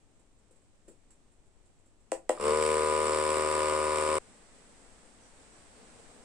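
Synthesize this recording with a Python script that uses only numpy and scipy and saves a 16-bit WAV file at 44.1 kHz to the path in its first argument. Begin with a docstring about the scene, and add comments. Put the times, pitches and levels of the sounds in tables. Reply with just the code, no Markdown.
"""Motor in a cardboard model

Fingers feel for a switch, it clicks twice and a small DC motor spins up to about 76 turns a second.
Its off-centre weight knocks the box once a turn: panels drone, loose parts rasp, the model rocks.
The buzz breaks off abruptly, leaving louder room hiss, faint chirps and a hand rubbing the cardboard."""
import sys
import numpy as np
from scipy import signal
from scipy.fft import rfft, irfft, next_fast_len
from scipy.io import wavfile

SR = 44100
rng = np.random.default_rng(int(sys.argv[2]) if len(sys.argv) > 2 else 0)


def transcribe(u):
    """Save the signal u as a 16-bit wav file named by the first command-line argument.

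    u: samples, shape (n,) or (channels, n), limited to [-1, 1]; the rate is SR.
    q: integer samples, one column per channel.
    """
    v = np.clip(np.atleast_2d(u).T, -1, 1)
    q = np.round(v * 32767).astype(np.int16)
    wavfile.write(sys.argv[1], SR, q)


N = 275184
TIME = np.arange(N) / SR

# Spectra of the hiss before and after the buzz breaks off, and of the building's rumble. Each row: frequency in
# Hz, relative density in dB.
QUIET_AIR = [(40, -25), (130, -22), (326, -22.5), (480, -26), (927, -31.5), (1460, -36.5), (2430, -38),
             (5140, -43), (6600, -40.5), (8000, -34.5), (9200, -42), (10500, -56), (15000, -70)]
LOUD_AIR = [(40, -8), (120, -13.5), (240, -5.5), (354, -10.5), (462, -9), (600, -10.5), (1000, -14),
            (2000, -17), (3500, -22), (6500, -23), (7900, -14.5), (8800, -17.5), (9500, -24.5),
            (10500, -41), (12500, -45), (14000, -64)]
RUMBLE_SPECTRUM = [(2, -10), (8, 0), (17, 0), (28, -8), (42, -10), (65, -18), (130, -32), (500, -70)]
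# Fingers feeling for the switch. Each row: start in seconds, bump level in dB, scratch level in dB.
TOUCHES = [(0.508, -59.5, -63.5), (.556, -74, -67), (0.8795, -50, -55), (1.104, -64, -56.5),
           (1.315, -71, -67), (1.654, -80, -67), (1.857, -65, -67)]
# Spectra of a fingertip's bump and scratch and of the lever's tick. Each row: frequency in Hz, gain in dB.
BUMP_SPECTRUM = [(100, -23), (220, -8), (320, -4.5), (550, -5), (720, -23), (1100, -25), (3000, -42)]
SCRATCH_SPECTRUM = [(300, -20), (1000, -11), (2400, -12), (3500, -16), (6500, -15), (7400, 3), (8100, 0),
                    (8900, -2), (10000, -13), (11000, -27), (13000, -31), (15500, -50)]
TICK_SPECTRUM = [(250, -26), (900, -4), (1600, -7), (1900, 4), (2250, -5), (2800, -4), (3500, -15),
                 (5100, -11), (6300, -14), (7500, 4), (8800, -1), (10000, -15), (11000, -23), (15500, -27)]
# Switch clicks. Each row: start in seconds, tick level in dB, knock level in dB,
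# contact time in seconds, rebound delay in seconds.
CLICKS = [(2.1178, -20.5, -18, 0.000056, 0.0089), (2.293, -17.5, -12.7, 0.000014, 0.00804)]
# Modes of the box, of the model's loose houses and of the weight's first tap.
# Each row: frequency in Hz, level in dB, T60 in seconds.
BOX_MODES = [(337, -10, 0.13), (387, -22, 0.12), (440, -19, 0.1), (527, 2, 0.098), (635, 7, 0.024),
             (748, -7, 0.039), (797, -17, 0.25), (973, -13, 0.057), (1250, -24, 0.037)]
HOUSE_MODES = [(192, -17, .07), (341, -13, 0.21), (436, 0, 0.15), (533, 1, 0.18), (660, 2, 0.047),
               (1075, 3.5, 0.12), (1110, -1, 0.094), (1196, -12, 0.054)]
GRAZE_MODES = [(980, -5, 0.037), (1193, 1.5, 0.05)]
# Running speed, sagging under load. Each row: time in seconds, turn rate in Hz.
SPEED = [(2.56, 77.16), (2.862, 76.53), (3.748, 76.3), (3.772, 76.45), (4.16, 76.7)]
# Box drone at full speed. Each row: multiple of the turn rate, relative level in dB,
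# left minus right in dB from reflections.
DRONE_PARTIALS = [(1.003, -13, 0.5), (2.025, -20, 0.5), (2.978, -19.5, 0.5), (4, -12.5, 2.5), (5, 0, -0.5),
                  (6, -2.5, -1), (7, 3.5, -1.5), (8, -6, -4), (9, -15, -4.5), (10, -18.5, 2), (11, -18, 14),
                  (12, -19.5, 24), (13, 1.5, 1), (14, -7, -3.5), (15, -9.5, 11.5), (16, -2.5, -1),
                  (17, -16, 4), (18, -27, -5), (19, -14.5, 5), (20, -19.5, -1), (21, -31.5, -12),
                  (22, -27.5, 2), (23, -19, 14), (24, -21, 8), (25, -24, -1), (26, -26, -11), (27, -18, 4),
                  (28, -29.5, -6), (29, -37.5, 5), (30, -33, 2), (31, -16, 5), (32, -28, -1)]
# Resonances of the loose panel. Each row: frequency in Hz, width in Hz.
PANEL_MODES = [(211, 18.6), (452, 17.5)]
# Contacts of loose parts within a turn. Each row: position in turns, level in dB, decay in turns.
CONTACTS = [(.89, 0, .085), (.99, -3.5, .17), (.62, -9, .13), (.33, -12.5, .13)]
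# Spectra of the brushes' scrape and the loose parts' chatter. Each row: frequency in Hz, gain in dB.
BRUSH_SPECTRUM = [(800, -13), (1400, 1), (2300, 3), (2850, 0.5), (3250, -10.5), (3550, -0.5), (4200, -10.5),
                  (5000, -2), (5600, -9.5), (6200, -13.5), (6950, -7), (7300, -1.5), (8000, -6),
                  (8400, -1.5), (8900, 9), (9300, -3), (9700, -15), (12200, -27), (15500, -36)]
CHATTER_SPECTRUM = [(800, -20), (1350, -9), (1750, -3), (2750, -1), (3400, -7), (4200, -9), (4800, -5),
                    (5500, -7), (6100, -17), (7000, -14), (7300, 1), (8000, 3), (8400, -1), (9000, 3),
                    (9700, -17), (12000, -22), (15500, -40)]
# Falling chirps. Each row: start in seconds, length in seconds, first and last pitch in Hz, level in dB.
CHIRPS = [(5.198, .072, 6500, 5400, -70), (5.506, .055, 6700, 5000, -73), (5.75, .025, 5270, 3680, -68)]
# Hand strokes on the cardboard. 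Each row: start in seconds, length in seconds, level in dB.
RUBS = [(5.355, 0.057, -61.5), (5.71, 0.17, -63.5), (5.935, 0.15, -65), (6.064, 0.19, -60)]
# Spectrum of the rubbing. Each row: frequency in Hz, gain in dB.
RUB_SPECTRUM = [(130, -27), (210, -10), (248, -1), (285, -11), (380, -12), (455, 4), (550, -11), (680, -10),
                (900, -16), (3000, -43)]
# Mismatch of the two microphone ports. Each row: frequency in Hz, left minus right in dB.
PORT_BALANCE = [(60, 5), (330, 4.5), (520, 4.7), (1000, 2.5), (2000, 0), (3500, -1), (4200, -1),
                (5000, -4.5), (6800, -3), (7300, -3), (7700, -8), (8100, -5), (8500, 1), (9000, 6),
                (9350, 11), (9700, 5), (10200, 0), (15000, 1)]

START_S, KNOCK_S, STOP_S = 2.293, 2.398, 4.186
FULL_HZ, SPIN_UP_S = 76.5, .046
STUMBLE_END_S, STUMBLE_TURNS = 2.54, .024
SHAKE_DB, FREE_SPIN_DB, FIRST_KNOCK_DB, KNOCK_GROW_S = -29, -23, -9, .065
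BRUSH_DB, RASP_DB, FIRST_RASP_DB, RASP_GROW_S = -54, -36.5, -2, .29
# A resonance of the model briefly holds the motor back and shakes the box harder.
CATCH_S, CATCH_WIDTH_S, CATCH_SAG_HZ, CATCH_SHAKE_DB, CATCH_RATTLE_DB = 2.485, .04, 1.7, 1, 7
# The model settles: the panel stops ringing, rocking and rattle grow. Each pair: from, to.
SETTLE_S, PANEL_DB, ROCK_DEPTH, RATTLE_DB = (2.67, 3.67), (11.5, -5.5), (.04, .19), (-17, -13.5)


def undb(db):
    """Decibels to gain."""
    return 10 ** (np.asarray(db) / 20)


def unit(x):
    """Scale to rms 1."""
    return x / np.sqrt(np.mean(x ** 2))


def ramp(start_s, length_s):
    """Linear rise from 0 to 1, then held."""
    return np.clip((TIME - start_s) / length_s, 0, 1)


def drift(rate_hz):
    """Smooth random drift, spread near 1."""
    knots = rng.standard_normal(int(N / SR * rate_hz) + 2)
    return np.interp(TIME * rate_hz, np.arange(len(knots)), knots)


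def highpass(x, order, hz):
    """Butterworth bass cut."""
    return signal.sosfilt(signal.butter(order, hz, "high", fs=SR, output="sos"), x)


def minimum_phase(db):
    """Phase in radians of a causal body with this gain on an even frequency grid."""
    log_gain = np.log(undb(db))
    return -signal.hilbert(np.r_[log_gain, log_gain[-2:0:-1]]).imag[:len(db)]


def colour(x, spectrum, share=1):
    """Causal filter through (Hz, dB) points; share scales the dB."""
    size = 2 * next_fast_len(N // 2 + SR // 10)
    point_hz, point_db = np.transpose(spectrum)
    hz = np.maximum(np.fft.rfftfreq(size, 1 / SR), 1)
    db = share * np.interp(np.log(hz), np.log(point_hz), point_db)
    return irfft(rfft(x, size) * undb(db) * np.exp(1j * minimum_phase(db)), size)[..., :N]


def convolve(x, response):
    """Apply an impulse response."""
    return signal.fftconvolve(np.atleast_2d(x), np.atleast_2d(response), axes=-1)[:, :N]


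def stereo_noise(alike_hz, apart_hz=30):
    """White noise, alike in both channels between apart_hz and alike_hz."""
    mid, side = rfft(rng.standard_normal((2, N)))
    hz = np.fft.rfftfreq(N, 1 / SR)
    alike = hz / (hz + apart_hz) / (1 + (hz / alike_hz) ** 2)
    side = side * np.sqrt(1 - alike) * np.array([[1], [-1]])
    return unit(irfft(mid * np.sqrt(1 + alike) + side, N))


def ring(modes, age_s):
    """Decaying modes of a struck body."""
    return sum(undb(db - 60 * age_s / t60_s) * np.sin(2 * np.pi * hz * age_s) for hz, db, t60_s in modes)


def room(x, wet_db, t60_s):
    """Add a small room's diffuse tail."""
    t = TIME[:SR // 2]
    onset = np.clip(t / .011, 0, 1) ** 2
    tail = stereo_noise(910)[:, :len(t)] * undb(-60 * t / t60_s) * onset
    return x + undb(wet_db) * convolve(x, tail / np.sqrt(np.sum(tail ** 2) / 2))


def hiss(spectrum):
    """Room air and microphone hiss, unit level above 100 Hz."""
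    air = colour(stereo_noise(790, apart_hz=84.6), spectrum) * undb(.5 * drift(12))
    return air / highpass(air.mean(axis=0), order=4, hz=100).std()


def rumble(level_db=-63.3, hum_db=-79, hum_hz=100):
    """Deep building rumble and a trace of mains hum."""
    building = unit(colour(stereo_noise(890, apart_hz=25), RUMBLE_SPECTRUM))
    hum = np.sqrt(2) * np.sin(2 * np.pi * hum_hz * TIME)
    return undb(level_db) * building + undb(hum_db) * hum


def slips(count=7, level_db=-69, scatter_db=1.5):
    """Faint random finger slips before the first click, in rows like TOUCHES."""
    starts_s = (np.arange(count) + rng.random(count)) / count * CLICKS[0][0]
    db = level_db + scatter_db * rng.standard_normal(count)
    return list(zip(starts_s, db, db))


def fingers(press_s=.0025, decay_s=.022):
    """Skin presses and slips on cardboard: a dull bump with a thin scratch."""
    bumps, scratches = np.zeros(N), np.zeros(N)
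    for start_s, bump_db, scratch_db in list(TOUCHES) + slips():
        age_s = np.maximum(TIME - start_s, 0)
        press = (1 - np.exp(-age_s / press_s)) * np.exp(-age_s / decay_s)
        bumps += undb(bump_db) * press
        scratches += undb(scratch_db) * press
    bump = bumps * unit(colour(stereo_noise(2500), BUMP_SPECTRUM))
    scratch = scratches * unit(colour(stereo_noise(1800), SCRATCH_SPECTRUM))
    return room(bump + scratch, wet_db=-13, t60_s=.2)


def clicks(snap_s=.0029, tick_decay_s=.0028):
    """The plastic lever ticks, snaps home against the box and rebounds once, more softly."""
    rebound_knock_db, rebound_tick_db, rebound_contact_s = -5, -14, .00016
    ticks, pushes = np.zeros(N), np.zeros(N)
    t = TIME[:SR // 50]
    for start_s, tick_db, knock_db, contact_s, rebound_s in CLICKS:
        home_s = start_s + snap_s
        back_s = home_s + rebound_s
        for at_s, db in (start_s, tick_db), (back_s, tick_db + rebound_tick_db):
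            ticks += undb(db) * (TIME >= at_s) * np.exp(-np.abs(TIME - at_s) / tick_decay_s)
        knocks = (home_s, knock_db, contact_s), (back_s, knock_db + rebound_knock_db, rebound_contact_s)
        for at_s, db, width_s in knocks:
            push = t * np.exp(-t / width_s)
            first = int(at_s * SR)
            pushes[first:first + len(push)] += undb(db) * push / push.sum()
    box = highpass(ring(BOX_MODES, TIME[:SR // 4]), order=4, hz=340)  # a small box radiates little bass
    thud = room(convolve(pushes, box / np.abs(box).max()), wet_db=-9, t60_s=.24)
    tick = colour(ticks * stereo_noise(2500), TICK_SPECTRUM)
    return thud + room(tick, wet_db=-3.5, t60_s=.18)


def motor():
    """The motor spins up, stumbles and knocks harder; the knocks drive drone, rattle and rasp."""
    speed = 1 - np.exp(-np.maximum(TIME - START_S, 0) / SPIN_UP_S)
    caught = np.exp(-((TIME - CATCH_S) / CATCH_WIDTH_S) ** 2)
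    turn_hz = np.interp(TIME, *np.transpose(SPEED)) * speed - CATCH_SAG_HZ * caught
    turns = np.cumsum(turn_hz * (1 + .0018 * drift(60))) / SR
    turns += STUMBLE_TURNS * speed * np.sqrt(1 - ramp(KNOCK_S, STUMBLE_END_S - KNOCK_S)) * drift(70)
    knock = (TIME >= KNOCK_S) * undb(FIRST_KNOCK_DB * (1 - ramp(KNOCK_S, KNOCK_GROW_S)))
    rattle_db = np.interp(TIME, SETTLE_S, RATTLE_DB) + CATCH_RATTLE_DB * caught
    body = drone(turn_hz, turns) + undb(rattle_db) * rattle(turns)
    shaking = undb(SHAKE_DB + CATCH_SHAKE_DB * caught) * np.maximum(knock, undb(FREE_SPIN_DB) * speed ** 2)
    rasp_db = RASP_DB + FIRST_RASP_DB * (1 - ramp(KNOCK_S, RASP_GROW_S))
    scraping = np.hypot(undb(rasp_db) * knock, undb(BRUSH_DB) * speed)
    running = 1 - ramp(STOP_S - .001, .001)
    return running * (shaking * body + scraping * rasp(turns))


def drone(turn_hz, turns, rock_hz=17.7, waver_db=1.3, reflection_rad=.3, scatter_order=17):
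    """The box weights and delays each multiple of the turn rate; rocking adds sidebands."""
    orders, full_db, pans_db = np.transpose(DRONE_PARTIALS)
    lags_rad = minimum_phase(np.r_[full_db[0], full_db])[1:]
    panel_gain = undb(np.interp(TIME, SETTLE_S, PANEL_DB))
    rock_depth = np.interp(TIME, SETTLE_S, ROCK_DEPTH)
    rock_rad = 2 * np.pi * np.cumsum(rock_hz * (1 + .1 * drift(9))) / SR
    sides = np.array([[.5], [-.5]])
    out = 0
    for order, lag_rad, pan_db in zip(orders, lags_rad, pans_db):
        hz = order * turn_hz
        edge = min(order / 12, 1)  # high orders come from the knock's sharp edge, which varies most
        db = np.interp(hz / FULL_HZ, orders, full_db) + edge * waver_db * drift(11)
        resonance = sum(1 / (1 + 2j * (hz - mode_hz) / width_hz) for mode_hz, width_hz in PANEL_MODES)
        panel = 1 + (panel_gain - 1) * resonance
        tilt_rad, bump_rad, detour_rad = rng.uniform(0, 2 * np.pi, 3)
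        rock = np.sin(rock_rad + tilt_rad) + 2 * np.sin(2 * rock_rad + bump_rad)  # two touchdowns a rock
        gain = undb(db + sides * pan_db) * np.abs(panel) * (1 + rock_depth * edge ** 2 * rock)
        phase = 2 * np.pi * order * turns + lag_rad + np.angle(panel)
        if order > scatter_order:  # these arrive by many paths, so they whirr rather than tick
            phase += detour_rad / 2
        spread_rad = sides * reflection_rad * min(order / 5, 1)  # reflections delay the left
        out += gain * np.sin(phase - spread_rad)
    return out / np.sqrt(np.sum(undb(full_db) ** 2) / 2)


def rattle(turns, alternation=.57):
    """The loose houses hop unevenly once a turn and ring between the drone's lines."""
    count = np.floor(turns)
    scatter = 2 * rng.random(N) - 1
    odd_even = alternation * (1 - 2 * (count % 2)) * np.tanh(drift(18))
    hops = np.diff(count, prepend=0) * (scatter + odd_even)
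    walls = highpass(ring(HOUSE_MODES, TIME[:SR // 4]), order=6, hz=185)
    return unit(room(convolve(hops, walls), wet_db=-7, t60_s=.24))


def grit(turns, repeat_share=.42):
    """Friction noise, part of which repeats with the shaft angle."""
    angle_index = (turns % 1 * SR / FULL_HZ).astype(int)
    repeating = stereo_noise(3200)[:, angle_index]
    return np.sqrt(repeat_share) * repeating + np.sqrt(1 - repeat_share) * stereo_noise(3200)


def rasp(turns, chatter_db=2.5, scatter_db=1.6, wander_db=1.3, slop_turns=.011):
    """Loose parts chatter at about the same points of each turn, over the brushes' steady scrape."""
    power = 0
    for place_turns, db, decay_turns in CONTACTS:
        count, age_turns = np.divmod(turns - place_turns + 1 + slop_turns * drift(76), 1)
        hit_db = db + scatter_db * rng.standard_normal(N)[count.astype(int)]
        power += (undb(hit_db) * np.exp(-age_turns / decay_turns)) ** 2
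    force = np.sqrt(power) * undb(wander_db * drift(9.8))
    scrape = unit(colour(grit(turns), BRUSH_SPECTRUM))
    chatter = unit(colour(grit(turns) * force, CHATTER_SPECTRUM))
    return unit(scrape + undb(chatter_db) * chatter)


def graze(start_s=2.376, level_db=-40):
    """A light tap as the weight first brushes the model."""
    return undb(level_db) * ring(GRAZE_MODES, np.maximum(TIME - start_s, 0))


def chirps():
    """Thin falling whistles, like a small distant bird."""
    out = np.zeros(N)
    for start_s, length_s, first_hz, last_hz, db in CHIRPS:
        progress = ramp(start_s, length_s)
        hz = first_hz + (last_hz - first_hz) * progress
        out += undb(db) * np.sin(np.pi * progress) * np.sin(2 * np.pi * np.cumsum(hz) / SR)
    return room(out, wet_db=3, t60_s=.3)


def rubbing(uneven_db=3):
    """The hand shifts its grip on the cardboard in soft, uneven strokes."""
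    pressure = sum(undb(db) * np.sin(np.pi * ramp(start_s, length_s)) for start_s, length_s, db in RUBS)
    return pressure * undb(uneven_db * drift(35)) * unit(colour(stereo_noise(1500), RUB_SPECTRUM))


def scene(left_lag_s=.00003, quiet_db=-70, loud_db=-61, swell_db=2):
    """The model, slightly nearer the right port, over hiss that steps up as the buzz breaks off."""
    left, right = fingers() + clicks() + graze() + motor() + rubbing()
    model = np.array([np.interp(TIME - left_lag_s, TIME, left), right])
    later_db = loud_db + swell_db * ramp(start_s=5.27, length_s=.53)
    air = np.where(TIME < STOP_S, undb(quiet_db) * hiss(QUIET_AIR), undb(later_db) * hiss(LOUD_AIR))
    return model + chirps() + air + rumble()


def record(dry):
    """Each microphone port adds its own colour; the top is cut."""
    top_hz = 15750
    left = colour(dry[0], PORT_BALANCE, share=.5)
    right = colour(dry[1], PORT_BALANCE, share=-.5)
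    return signal.sosfilt(signal.ellip(8, .2, 70, top_hz, fs=SR, output="sos"), np.array([left, right]))


dry = scene()
out = record(dry)
transcribe(out)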